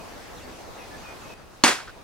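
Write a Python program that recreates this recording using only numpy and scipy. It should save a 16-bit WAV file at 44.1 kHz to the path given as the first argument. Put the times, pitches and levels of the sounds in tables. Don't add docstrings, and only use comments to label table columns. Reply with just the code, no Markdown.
import sys
import numpy as np
from scipy import signal
from scipy.fft import rfft, irfft
from scipy.io import wavfile
from scipy.ndimage import uniform_filter1d

SR = 44100
rng = np.random.default_rng(int(sys.argv[2]) if len(sys.argv) > 2 else 0)


def persist_wave(psi):
    counts = np.round(np.clip(psi, -1, 1) * 32767).astype(np.int16)
    wavfile.write(sys.argv[1], SR, np.atleast_2d(counts).T)


N = 89699

# (time [s], level [dB], T60 [s])
CONTACTS = [(1.6379, -7.5, 0.017), (1.6405, -7.5, 0.031), (1.6471, -11, .016)]
# (frequency [Hz], level per Hz [dB])
CRACK_COLOUR = [(30, -25), (100, -24), (250, -14), (540, -13), (1150, 2.5), (1620, -2), (2470, -1.5),
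                (3190, -7), (4320, -5.5), (5700, -10), (6740, -4.5), (10000, -12.5), (13000, -21),
                (16000, -44)]
# (frequency [Hz], correlation [-1 to 1])
CRACK_LIKENESS = [(100, 0.89), (2000, 1), (15000, 0.64)]
# (frequency [Hz], level [dB], T60 [s])
WOOD_MODES = [(200, -29, .18), (249, -20.5, .17), (290, -22, .16), (318, -22, .16), (560, -27, .18),
              (779, -25, .16), (861, -25, .18), (956, -24, .22), (1027, -25, .2), (1152, -22, .18),
              (1245, -21.5, .18)]
# (frequency [Hz], level [dB], T60 [s])
THUD_MODES = [(277, -11, 0.05), (536, -18.5, 0.054), (1080, -9, 0.027)]
# (frequency [Hz], level [dB], T60 [s])
SHELL_MODES = [(908, -27, .33), (1431, -27, .28), (1476, -27.5, .33), (1602, -27, .3), (1749, -28, .3),
               (1879, -27, .32), (2016, -27, .26), (2249, -26.5, .27), (2466, -26, .28), (2577, -25, .28),
               (2781, -26, .28), (3382, -27, .28), (4713, -29, .26), (6459, -29.5, .25)]
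# (frequency [Hz], level [dB], T60 [s])
SNAP_MODES = [(3510, -4.5, 0.0096), (4340, 1, 0.008), (5280, -9.5, 0.012), (6720, -6.5, 0.016)]
# (time [s], level [dB], T60 [s])
ECHOES = [(1.6475, -17, 0.013), (1.6784, -13, 0.039), (1.685, -17, 0.079), (1.7128, -22, 0.091)]
# (frequency [Hz], level per Hz [dB])
ECHO_COLOUR = [(35, -50), (100, -23), (220, -9), (450, -4), (900, -3), (1250, -3), (1900, -1), (3000, -8),
               (4000, -15), (4700, -13.5), (8900, -14), (16000, -36)]
# (frequency [Hz], level per Hz [dB])
TAIL_COLOUR = [(35, -45), (100, -20), (160, -16), (240, -6.5), (380, -5.5), (550, -5.5), (930, -3.5),
               (1200, -6), (1950, -7), (3500, -10.5), (4700, -8.5), (7200, -11), (9500, -14.5),
               (16000, -32.5)]
# (frequency [Hz], correlation [-1 to 1])
TAIL_LIKENESS = [(100, 0.48), (300, 0.58), (700, 0.32), (1500, 0.52), (4000, 0.62), (8000, 0.2),
                 (15000, 0.64)]
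# (frequency [Hz], T60 [s])
YARD_DECAY = [(100, 0.33), (250, 0.28), (600, 0.35), (1300, 0.37), (2700, 0.4), (5500, 0.33), (11000, 0.32)]
# (time [s], level [dB], pitch [Hz], T60 [s])
KNOCKS = [(1.786, -33, 1270, .035), (1.8030, -21.5, 1320, 0.01), (1.81, -32, 1580, 0.022),
          (1.8750, -38, 1400, .025), (1.8790, -28, 1390, 0.015), (1.885, -27.5, 1440, 0.014),
          (1.8921, -33, 1467, 0.046), (1.9002, -38, 1560, 0.018)]
# (frequency [Hz], level per Hz [dB])
GRIT_COLOUR = [(40, -30), (250, -13), (700, -17), (1400, 0.5), (1800, -4), (2400, -20), (4300, -9),
               (7000, -26), (16000, -40)]
# (time [s], length [s], level [dB], final pitch [Hz], opening fall [Hz])
BIRD_NOTES = [(-.05, 0.088, -48.5, 2473, 200), (.36, 0.047, -51, 3360, 560), (0.397, .05, -52, 2650, 210),
              (.425, .04, -54, 4480, 140), (0.774, .075, -49, 2440, 310), (0.906, 0.067, -47, 1725, 10),
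              (1.029, .11, -46, 2440, 260), (1.213, .07, -54, 2510, 160), (1.288, 0.056, -47, 2490, 197)]
# (frequency [Hz], level per Hz [dB])
AIR_EARLY_COLOUR = [(12, -15), (25, -3), (58, -1), (130, -5.5), (240, -4.5), (470, -5), (760, -4),
                    (1100, -7.5), (1650, -12), (2300, -15), (2950, -17.5), (6000, -20), (8000, -25.5),
                    (14700, -31), (16000, -32)]
# (frequency [Hz], level per Hz [dB])
AIR_LATE_COLOUR = [(12, -37), (20, 1.5), (79, -2), (285, -6.5), (410, -5), (849, -4.5), (2320, -16.5),
                   (2530, -14), (2910, -18), (3630, -18.5), (4540, -19), (14300, -33), (16000, -32)]
# (time [s], level [dB])
AIR_EARLY_LEVEL = [(0, -42.5), (.7, -42.5), (1.05, -42), (1.33, -41.5)]
# (frequency [Hz], correlation [-1 to 1])
AIR_LIKENESS = [(60, 0.053), (120, 0.18), (240, 0.19), (480, 0.27), (950, 0.25), (1890, 0.26), (3770, 0.27),
                (7520, 0.19), (15000, 0.0)]

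HIT_S = 1.6373
WOOD_LAG_S, WOOD_RISE_S, WOOD_DB = 0.00048, 0.001, -1
SHELL_RISE_S, SNAP_RISE_S = 0.00045, 0.00023
PLATES_DB, PLATES_T60_S = -17.5, 0.27
CLASHES_PER_S = 900
PLATE_LOW_HZ, PLATE_HIGH_HZ, PLATE_RING_T60_S = 1598, 9950, 0.024
TAIL_DB, TAIL_RISE_S = -12.5, 0.015
KNOCK_RISE_S, GRIT_DB = 0.00082, -5.5
OVERTONE_RATIO, OVERTONE_DB = 1.255, -8
BIRD_SETTLE_S, BIRD_ROUGHNESS = 0.0249, 1.09
BIRD_ECHO_DB, BIRD_ECHO_T60_S = -7.5, 0.46
AIR_LATE_DB, AIR_STEP_S, PATCHY_DB, AIR_LEFT_DB = -47.5, 1.341, 1.5, 0.5
PORT_LAG_SAMPLES, RIGHT_DB = 2, 0.84
CEILING, EDGE_HZ = 0.87, 15950


def amp(db):
    return 10 ** (np.asarray(db) / 20)


def evened(x):
    return x / np.sqrt(np.mean(x ** 2) + 1e-20)


def read(points, hz):
    f, value = np.transpose(points)
    return np.interp(np.log(hz + 1), np.log(abs(f) + 1), value)


def add(mix, s, sound):
    at = round(s * SR)
    sound = sound[..., max(-at, 0):]
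    part = mix[:, max(at, 0):][:, :sound.shape[-1]]
    part += sound[..., :part.shape[1]]


def clock():
    return np.arange(SR) / SR


def fade(t60, rise):
    return (1 - np.exp(-clock() / rise)) * amp(-60 * clock() / t60)


def noise(colour, likeness, size=SR):
    hz = np.fft.rfftfreq(size, 1 / SR)
    a, b = rfft(rng.standard_normal((2, size)))
    same = np.clip(read(likeness, hz), -.99, .99)
    mid = a * np.sqrt(1 + same)
    side = b * np.sqrt(1 - same)
    spectrum = np.array([mid + side, mid - side]) * amp(read(colour, hz))
    return evened(irfft(spectrum, size))


def ring(modes, rise):
    return sum(amp(db) * fade(t60, rise) * np.sin(2 * np.pi * hz * clock()) for hz, db, t60 in modes)


def crack():
    out = np.zeros((2, N))
    for s, db, t60 in CONTACTS:
        add(out, s, amp(db) * fade(t60, rise=0.00012) * noise(CRACK_COLOUR, CRACK_LIKENESS))
    return out


def wood():
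    out = np.zeros((2, N))
    body = amp(WOOD_DB) * ring(WOOD_MODES, WOOD_RISE_S)
    thud = ring(THUD_MODES, WOOD_RISE_S)
    add(out, HIT_S + WOOD_LAG_S, body + thud)
    return out


def shell():
    out = np.zeros((2, N))
    add(out, HIT_S, ring(SHELL_MODES, SHELL_RISE_S) + ring(SNAP_MODES, SNAP_RISE_S))
    return out


def plates(count=32):
    out, jangle = np.zeros((2, N)), np.zeros((2, SR))
    for _ in range(count):
        pitches = PLATE_LOW_HZ * (PLATE_HIGH_HZ / PLATE_LOW_HZ) ** rng.random(size=5)
        clink = ring([(hz, 0, PLATE_RING_T60_S) for hz in pitches], rise=0.0001)
        struck = rng.random(SR) < CLASHES_PER_S / count / SR
        clashes = rng.standard_normal(SR) * struck
        sides = amp(rng.normal(0, 3.3, (2, 1)))
        jangle += sides * signal.fftconvolve(clashes, clink)[:SR]
    add(out, HIT_S, amp(PLATES_DB) * evened(jangle) * fade(PLATES_T60_S, rise=0.00075))
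    return out


def yard(count=12):
    out = np.zeros((2, N))
    for s, db, t60 in ECHOES:
        add(out, s, amp(db) * fade(t60, rise=0.0012) * noise(ECHO_COLOUR, TAIL_LIKENESS))
    wash = rfft(noise(TAIL_COLOUR, TAIL_LIKENESS))
    hz = np.fft.rfftfreq(SR, 1 / SR)
    centres = np.geomspace(100, 14000, count)
    for centre, share in zip(centres, np.eye(count)):
        band = irfft(wash * read(np.c_[centres, share], hz), SR)
        add(out, HIT_S, amp(TAIL_DB) * band * fade(read(YARD_DECAY, centre), TAIL_RISE_S))
    return out


def knocks():
    out = np.zeros((2, N))
    for s, db, hz, t60 in KNOCKS:
        overtone = (hz * OVERTONE_RATIO, OVERTONE_DB, t60 / 2)
        body = ring([(hz, 0, t60), overtone], KNOCK_RISE_S)
        grit = amp(GRIT_DB) * fade(t60, KNOCK_RISE_S) * noise(GRIT_COLOUR, CRACK_LIKENESS)
        add(out, s, amp(db) * (body + grit))
    return out


def birds():
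    out, t = np.zeros((1, N)), clock()
    for s, length, db, hz, fall_hz in BIRD_NOTES:
        waver = BIRD_ROUGHNESS * evened(uniform_filter1d(rng.standard_normal(SR), size=120))
        pitch = hz + fall_hz * np.exp(-t / BIRD_SETTLE_S) * (1 + waver)
        arch = np.sqrt(np.maximum(np.sin(np.pi * np.minimum(t / length, 1)), 0))
        add(out, s, amp(db) * arch * np.sin(2 * np.pi * np.cumsum(pitch) / SR))
    trees = rng.standard_normal((2, SR)) * fade(BIRD_ECHO_T60_S, rise=0.01)
    trees /= np.linalg.norm(trees[0])
    echo = signal.fftconvolve(out, trees, axes=1)[:, :N]
    return out + amp(BIRD_ECHO_DB) * echo


def air():
    t = np.arange(N) / SR
    early_gain = amp(np.interp(t, *np.transpose(AIR_EARLY_LEVEL)))
    early = early_gain * noise(AIR_EARLY_COLOUR, AIR_LIKENESS, size=N)
    late = amp(AIR_LATE_DB) * noise(AIR_LATE_COLOUR, AIR_LIKENESS, size=N)
    z = signal.stft(np.where(t < AIR_STEP_S, early, late), nperseg=512)[2]
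    patches = uniform_filter1d(rng.standard_normal(z.shape[1:]), size=8, axis=0)
    patches = evened(uniform_filter1d(patches, size=12, axis=1))
    hiss = signal.istft(z * amp(PATCHY_DB * patches))[1][:, :N]
    return hiss * amp([[AIR_LEFT_DB], [0]])


def scene():
    left, right = crack() + wood() + shell() + plates() + yard() + knocks()
    right = amp(RIGHT_DB) * np.roll(right, PORT_LAG_SAMPLES)
    return np.array([left, right]) + birds() + air()


def record(dry):
    squeezed = dry / (1 + (dry / CEILING) ** 4) ** (1 / 4)
    lowpass = signal.firwin(511, EDGE_HZ, window=("kaiser", 9), fs=SR)
    return signal.oaconvolve(squeezed, lowpass[None], "same")


dry = scene()
out = record(dry)
persist_wave(out)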